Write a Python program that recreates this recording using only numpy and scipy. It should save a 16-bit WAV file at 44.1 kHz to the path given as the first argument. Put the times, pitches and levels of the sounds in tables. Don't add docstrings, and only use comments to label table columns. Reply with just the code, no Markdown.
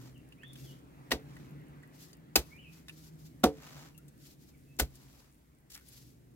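import sys
import numpy as np
from scipy import signal
from scipy.fft import rfft, irfft, next_fast_len
from scipy.io import wavfile
from scipy.ndimage import uniform_filter1d, map_coordinates

SR = 44100
rng = np.random.default_rng(int(sys.argv[2]) if len(sys.argv) > 2 else 0)


def log_audio(samples):
    frames = np.atleast_2d(samples).T
    limited = np.clip(frames, -1, 1)
    pcm = np.round(limited * 32767).astype(np.int16)
    wavfile.write(sys.argv[1], SR, pcm)


N = 280035

DIG_LAG_S = 0.00011

# [(pitch_hz, level_db), ..]
JABS = [(1.116, 0.0087, -27.5, -32, -31.5, -36, 1.27, -41, 63, [(1906, -20.5), (2800, -29.5)]),
        (2.3570, 0.0007, -22, -17.5, -28.5, -31, 0.55, -35.5, 62.8, [(2615, -19), (4950, -15.5)]),
        (3.4372, 0.0033, -25.5, -29, -21.5, -19.5, 1.02, -37.5, 69, [(1130, -28), (1350, -22)]),
        (4.7963, 0.0081, -28.5, -23.5, -34.5, -30, 0.52, -30.5, 63.2, [(1490, -25), (2065, -26.5)])]
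# pitch_hz, relative_level_db, t60_s (before ring_share)
HANDLE_MODES = [(215, -4, .05), (246, 9, .08), (293, -4.5, .22), (335, -1, .14), (438, -2.5, .22),
                (476, -2, .15), (532, -6, .19), (657, -7, .09), (740, -1.5, .11), (915, -10, .11),
                (1136, -12, .09), (1255, -10.5, .065), (1393, -10.5, .065)]
# (per Hz, relative)
CRUNCH_COLOUR = [(400, -28.5), (850, -8), (1500, -6.5), (2700, -6), (3800, -5), (6000, -10), (12000, -33.5)]
# (per Hz, relative)
GRIT_COLOUR = [(2000, -30), (4200, 0), (8000, -0.5), (10000, -4.5), (13000, 1), (16000, -2.5)]
# (per Hz, relative)
YIELD_COLOUR = [(100, -17), (160, -8), (270, 2.5), (480, -2), (760, -6), (1100, -15.5), (2500, -36)]


def jabs():
    out, size = np.zeros((2, N)), SR // 2
    before = .02
    t = np.arange(size) / SR - before
    for (s, lead, crunch_db, grit_db, knock_db, handle_db,
         ring_share, ground_db, ground_hz, stones) in JABS:
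        crunch = crumbling(CRUNCH_COLOUR, 2, size) * bite(t, lead, stop=0.0085, slide_db=-2.0, t60=0.11)
        scratch = crumbling(GRIT_COLOUR, 5.1, size) * bite(t, lead, stop=0.0082, slide_db=-6.0, t60=0.11)
        knock = grains(YIELD_COLOUR, 0.4, size) * bite(t, lead, stop=0.0061, slide_db=3.5, t60=0.13)
        handle = sum(amp(db + 1.2 * wobble(50, size)) * ring(t, hz, t60 * ring_share, attack=1.4 / hz)
                     for hz, db, t60 in HANDLE_MODES)
        stone = sum(amp(db) * ring(t, hz, t60=0.04, attack=0.0008) for hz, db in stones)
        ground = amp(ground_db) * thump(t, ground_hz, peak=0.033, power=6.7)
        body = amp(knock_db) * knock + amp(handle_db) * handle + stone + ground
        soil = amp(crunch_db) * crunch + amp(grit_db) * scratch
        add(out, s - before, soil + from_left(body, DIG_LAG_S))
    return out


def bite(t, lead, stop, slide_db, t60, lead_db=-12):
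    graze = amp(lead_db) * np.clip((t + lead + 0.0022) / 0.0045, 0, 1) ** 2 * (t < .002)
    burst = np.abs(np.sin(np.pi * np.clip(t / stop, 0, 1))) ** 0.19
    slide = amp(slide_db - 60 * np.abs(t) / t60) * np.clip(t / 0.0034, 0, 1)
    return np.sqrt(graze ** 2 + burst ** 2 + slide ** 2)


def crumbling(spectrum, spiky_db, size):
    direct = from_left(grains(spectrum, spiky_db, size), DIG_LAG_S)
    return unit(direct + amp(-1.0) * diffuse(spectrum, spiky_db, size))


# multiple (of the ground's pitch), level_db (relative)
GROUND_PARTIALS = [(0.998, 3.5), (2.3, -10.5)]


def thump(t, hz, peak, power):
    u = np.maximum(t, 0) / peak
    partials = sum(amp(db) * np.sin(2 * np.pi * k * hz * t) for k, db in GROUND_PARTIALS)
    return partials * (u * np.exp(1 - u)) ** power


# start_s, length_s, scrape_db, sleeve_db
PRIES = [(-.12, 0.27, -60.5, -67.5), (1.16, 0.41, -65.5, -100), (2.316, 0.28, -69, -65.5),
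         (2.678, 0.17, -68.5, -62), (3.477, 0.46, -52.5, -75.5), (4.828, 0.29, -69, -67),
         (4.992, 0.33, -66, -68.5)]
# (per Hz, relative)
SCRAPE_COLOUR = [(250, -18), (550, 1.5), (1150, 0.5), (3200, -5), (7000, -6), (9000, -17), (12000, -14),
                 (16000, -14)]


def prying():
    presses = [(s, length, db) for s, length, db, _ in PRIES]
    pressure = strokes(presses, crest=.66, uneven_db=1.5)
    clumps = amp(4.2 * wobble(220))
    grit = from_left(unit(grains(SCRAPE_COLOUR, 5) * clumps), DIG_LAG_S)
    return pressure * (amp(-4.5) * grit + amp(-2.5) * diffuse(SCRAPE_COLOUR, 4))


TEAR_S, TEAR_LENGTH_S, LOOSE_T60_S = 5.697, .06, .16
TEAR_DB, LOOSE_DB, TEAR_GROWS_DB = -49, -49, 10
# (per Hz, relative)
LOOSE_COLOUR = [(400, -16), (1200, -5), (1900, 2.5), (2600, -5), (7000, -11)]
# (per Hz, relative)
CLOTH_COLOUR = [(1200, -12), (2400, -6), (4900, 0.5), (7500, -2), (9000, -8.5), (12000, -4), (16000, -8)]


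def tearing():
    t = np.arange(N) / SR - TEAR_S
    u, after = t / TEAR_LENGTH_S, t - TEAR_LENGTH_S
    gate = np.clip(10 * np.minimum(u, 1.1 - u), 0, 1)
    pull = gate * amp(TEAR_GROWS_DB * (np.clip(u, 0, 1) - 1))
    tumble = (after > 0) * amp(-60 * np.abs(after) / LOOSE_T60_S)
    rasp = amp(TEAR_DB) * pull * crumbling(CLOTH_COLOUR, 3, N)
    loose = amp(LOOSE_DB) * tumble * crumbling(LOOSE_COLOUR, 3.9, N)
    clumps = amp(3 * wobble(220))
    return clumps * (rasp + loose)


# start_s, length_s, sleeve_db, reach_db (sleeve as the arms reach the top)
LIFTS = [(0.493, 0.32, -60, -101), (1.921, 0.2, -58.5, -89), (2.861, 0.29, -61, -64),
         (4.172, 0.19, -59, -65.5), (5.744, 0.43, -60.5, -91.5)]
REACH_S = 0.18


def sleeves():
    leaning = [(s, length, db) for s, length, _, db in PRIES]
    rising = [(s, length, db) for s, length, db, _ in LIFTS]
    reaching = [(s + length, REACH_S, db) for s, length, _, db in LIFTS]
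    motion = strokes(leaning + rising + reaching, crest=.5, uneven_db=2.64)
    return motion * diffuse(CLOTH_COLOUR, 2.0)


TICK_GAIN_DB = 4.5
# start_s, level_db (before TICK_GAIN_DB), pitch_hz,
# crackle_db (relative; low for a soft tap)
TICKS = [(0.3232, -47.5, 2780, -16), (0.4334, -43, 1830, -19), (0.5322, -48, 9950, -10),
         (0.5556, -49, 3580, -8), (1.3663, -48, 1910, -13), (1.8332, -50, 1930, -15),
         (2.1301, -50, 4770, -8), (2.8835, -45.5, 3700, -6), (2.8945, -47, 2700, -6),
         (3.9779, -48, 13000, -9), (4.0816, -51.5, 7940, -9), (4.9546, -50.5, 8910, -9),
         (5.7049, -49, 7400, -12), (5.8855, -48.5, 12100, -8)]


def crumbs():
    out, size = np.zeros(N), SR // 8
    t = np.arange(size) / SR
    for s, db, hz, crackle_db in TICKS:
        colour = [(hz / 5, -20), (hz / 3.7, -8), (hz, 0), (hz * 1.85, -8), (hz * 5, -16)]
        crackle = amp(crackle_db - 60 * t / 0.04) * grains(colour, 2.6, size)
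        tone = amp(-6.5) * ring(t, hz, t60=80 / hz, attack=0.00019)
        add(out, s, amp(db + TICK_GAIN_DB) * (crackle + tone))
    return out


def trickle(count=90):
    out, size = np.zeros(N), SR // 50
    t = np.arange(size) / SR
    for when, strength, fineness in rng.random((count, 3)):
        hz = 7000 + 8000 * fineness
        colour = [(hz / 2, -16), (hz, 0), (hz * 2, -16)]
        fall = amp(-63 + 8 * strength ** 3 - 60 * t / 0.004)
        add(out, when * N / SR, fall * grains(colour, 2.4, size))
    return out


# [(time_s, pitch_hz), ..]
WHISTLES = [(-57, [(.141, 3180), (.178, 2620)]), (-50, [(.37, 2230), (.412, 2620), (.437, 3270),
            (.462, 3530), (.545, 3560)]), (-54, [(.584, 2830), (.604, 2540)]), (-51, [(.634, 3520),
            (.698, 2930), (.718, 2900), (.745, 4000)]), (-50, [(2.502, 2080), (2.545, 2380), (2.572, 2400),
            (2.592, 2950), (2.635, 3050)]), (-49, [(2.615, 3350), (2.652, 2600), (2.71, 2380)]),
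            (-57, [(3.944, 2850), (3.958, 2600)]), (-56, [(3.983, 1290), (4.012, 1470)]),
            (-65, [(4.5, 2720), (4.585, 1850)]), (-65, [(4.665, 2700), (4.74, 2540)]), (-59, [(5.804, 1560),
            (5.83, 1480)])]
# frequency_hz, t60_s
TREES = [(1400, 0.13), (2400, 0.36), (4000, 0.36)]


def bird():
    out = np.zeros(N)
    for db, path in WHISTLES:
        add(out, path[0][0], amp(db) * whistle(path))
    return amp(-10) * out + amp(-8.5) * echoes(out, TREES)


def whistle(path):
    s, hz = np.transpose(path)
    length = s[-1] - s[0]
    u = np.linspace(0, 1, int(length * SR))
    flutter = 1 + .022 * wobble(500, len(u))
    pitch = np.interp(s[0] + u * length, s, hz) * flutter
    swell = np.abs(np.sin(np.pi * u)) ** .75 * amp(2.5 * wobble(90, len(u)))
    return swell * np.sin(2 * np.pi * np.cumsum(pitch) / SR)


# time_s, level_db (before the engine's gains)
HUM = [(0.0, -51), (0.42, -65.5), (0.65, -50.5), (0.88, -63), (1.55, -51), (1.95, -64), (2.85, -60),
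       (3.12, -55), (4.4, -65.5), (4.95, -63.5), (5.5, -81.5), (5.95, -65.5), (6.35, -62)]


def hum_fading_db():
    s, db = np.transpose(HUM)
    return np.interp(np.arange(N) / SR, s, db)


FASTEST_S, FASTEST_HZ, CLIMB_HZ_PER_S, SAG_HZ_PER_S = 2.7, 160.6, 13, 11.5
ENGINE_LAG_S = 0.00043


def engine():
    t = np.arange(N) / SR - FASTEST_S
    hz = FASTEST_HZ + np.minimum(CLIMB_HZ_PER_S * t, -SAG_HZ_PER_S * t)
    delay = np.array([[0], [ENGINE_LAG_S]])
    phase = 2 * np.pi * (np.cumsum(hz) / SR - hz * delay)
    orders = [(.5, -10.0), (1, 4), (2, -13.0)]  # multiple, relative level_db
    tone = sum(amp(order_db + 2.4 * wobble(31)) * np.sin(k * phase + 0.53 * wobble(25))
               for k, order_db in orders)
    return amp(hum_fading_db() - 1) * tone


NEAREST_S, PASS_S, PASS_RUMBLE_DB, PASS_RUSH_DB = 1.4, 0.63, -58.5, -63.5
STILL_RUMBLE_DB, STILL_RUSH_DB = -60, -78.5
RUMBLE_FADE = 0.36
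# (per Hz, relative)
RUMBLE_COLOUR = [(40, -28.5), (92, -10.5), (140, 6.5), (200, -3), (280, 1), (370, -7), (500, -13.5),
                 (800, -26.5), (1500, -58.5)]
# (per Hz, relative)
RUSH_COLOUR = [(300, -4.5), (600, 2.5), (1150, -0.5), (1500, -2), (1950, -1), (2800, -9.5), (3600, -13),
               (9000, -33.5), (15500, -27.5)]
# (per Hz, relative)
DRONE_COLOUR = [(20, -25.5), (40, -12), (62, 1), (90, -10), (160, -36)]


def outdoors():
    nearness = 1 / np.hypot(1, (np.arange(N) / SR - NEAREST_S) / PASS_S)
    level = lambda passing_db, still_db: np.hypot(amp(passing_db) * nearness, amp(still_db))
    hum_db = hum_fading_db()
    fading_db = RUMBLE_FADE * (hum_db - hum_db.mean()) + .8 * wobble(1.0)
    far_noise = from_left(diffuse(RUMBLE_COLOUR, 0.83), ENGINE_LAG_S)
    rumble = level(PASS_RUMBLE_DB, STILL_RUMBLE_DB) * amp(fading_db) * far_noise
    air = from_left(grains(RUSH_COLOUR, 1), ENGINE_LAG_S) + diffuse(RUSH_COLOUR, 0.88)
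    rush = level(PASS_RUSH_DB, STILL_RUSH_DB) * patchy(air, depth_db=2.2)
    hiss_colour = [(2000, -10.5), (5000, -8), (7500, 1), (9500, -10.5), (15000, 1.0)]
    hiss = amp(-82 + 1.5 * wobble(1.8)) * diffuse(hiss_colour, 2.5)
    drone = amp(-66.5 + 1.4 * wobble(3)) * diffuse(DRONE_COLOUR, 0.95)
    return rumble + rush + hiss + drone


def patchy(x, depth_db):
    z = signal.stft(x, nperseg=512)[2]
    field = rng.standard_normal(z.shape[1:])
    field = uniform_filter1d(field, size=4, axis=0)
    field = uniform_filter1d(field, size=16, axis=1)
    return unit(signal.istft(z * amp(depth_db * unit(field)), nperseg=512)[1][:, :N])


def amp(db):
    return 10 ** (np.asarray(db) / 20)


def unit(x):
    return x / np.sqrt(np.mean(x ** 2) + 1e-20)


def along(points, hz):
    f, v = np.transpose(points)
    return np.interp(np.log(hz + 1), np.log(f + 1), v)


def wobble(rate, size=N):
    knots = rng.standard_normal(int(size * rate / SR) + 4)
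    return map_coordinates(knots, [np.arange(size) * rate / SR])


def filtered(x, response):
    n = x.shape[-1]
    m = next_fast_len(n + 8192)
    return irfft(rfft(x, m) * response(np.fft.rfftfreq(m, 1 / SR)), m)[..., :n]


def grains(spectrum, spiky_db, size=N):
    cracks = rng.standard_normal(size) * amp(spiky_db * wobble(1500, size))
    return unit(filtered(cracks, lambda hz: amp(along(spectrum, hz))))


# frequency_hz, likeness (left-right, 0 to 1)
LIKENESS = [(130, 0.98), (290, 0.64), (640, 0), (15000, 0)]


def diffuse(spectrum, spiky_db, size=N):
    turn = lambda hz: np.arccos(np.clip(along(LIKENESS, hz), -1, 1)) / 2
    mid = filtered(grains(spectrum, spiky_db, size), lambda hz: np.cos(turn(hz)))
    side = filtered(grains(spectrum, spiky_db, size), lambda hz: np.sin(turn(hz)))
    return unit(np.array([mid + side, mid - side]))


def add(track, s, sound):
    start = max(round(s * SR), 0)
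    part = track[..., start:start + sound.shape[-1]]
    part += sound[..., :part.shape[-1]]


def strokes(rows, crest, uneven_db):
    t = np.arange(N) / SR
    total = np.zeros(N)
    for s, length, db in rows:
        u = (t - s) / length - crest
        side = np.where(u < 0, crest, 1 - crest)
        total += amp(db) * np.exp(-np.abs(u / side / 0.67) ** 2.1)
    return total * amp(uneven_db * wobble(45))


def ring(t, hz, t60, attack):
    u = np.maximum(t, 0)
    return np.sin(2 * np.pi * hz * u) * amp(-60 * u / t60) * (1 - np.exp(-u / attack))


def from_left(x, lag):
    return filtered(x, lambda hz: np.exp(1j * np.pi * hz * lag * np.array([[1], [-1]])))


def echoes(x, decay):
    hz, t, z = signal.stft(rng.standard_normal((2, SR // 2)), SR, nperseg=256)
    fade = amp(-60 * t / along(decay, hz)[:, None])
    tail = signal.istft(z * fade, SR, nperseg=256)[1]
    return signal.fftconvolve(x[None], tail / np.linalg.norm(tail[0]), axes=1)[:, :N]


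# frequency_hz, t60_s
CLODS = [(1000, 0.066), (10000, 0.035)]
# frequency_hz, t60_s
YARD = [(100, 1), (450, 0.09), (2000, 0.28), (10000, 0.13)]
# frequency_hz, left_minus_right_db
SIDE_TILT = [(1000, -1), (5000, 1.5), (7500, 0), (9500, 5.5), (12000, 10.5), (16000, 5.5)]


def scene():
    blows, specks = jabs(), crumbs() + trickle()
    falling = from_left(specks, DIG_LAG_S) + amp(-3.0) * echoes(specks, CLODS)
    work = blows + falling + prying() + tearing() + sleeves()
    near = filtered(work, lambda hz: amp(along(SIDE_TILT, hz) * np.array([[1], [-1]]) / 2))
    yard = amp(-27.5) * echoes(blows[0] + specks, YARD)
    return near + yard + bird() + engine() + outdoors()


LEFT_LEAD_RAD, LEAD_FADE_HZ = 0.4, 72
TOP_HZ = 16000


def record(dry):
    lead = lambda hz: LEFT_LEAD_RAD / (1 + (hz / LEAD_FADE_HZ) ** 2)
    stereo = filtered(dry, lambda hz: np.exp(.5j * lead(hz) * np.array([[1], [-1]])))
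    return filtered(stereo, lambda hz: 1 / (1 + (hz / TOP_HZ) ** 200))


dry = scene()
out = record(dry)
log_audio(out)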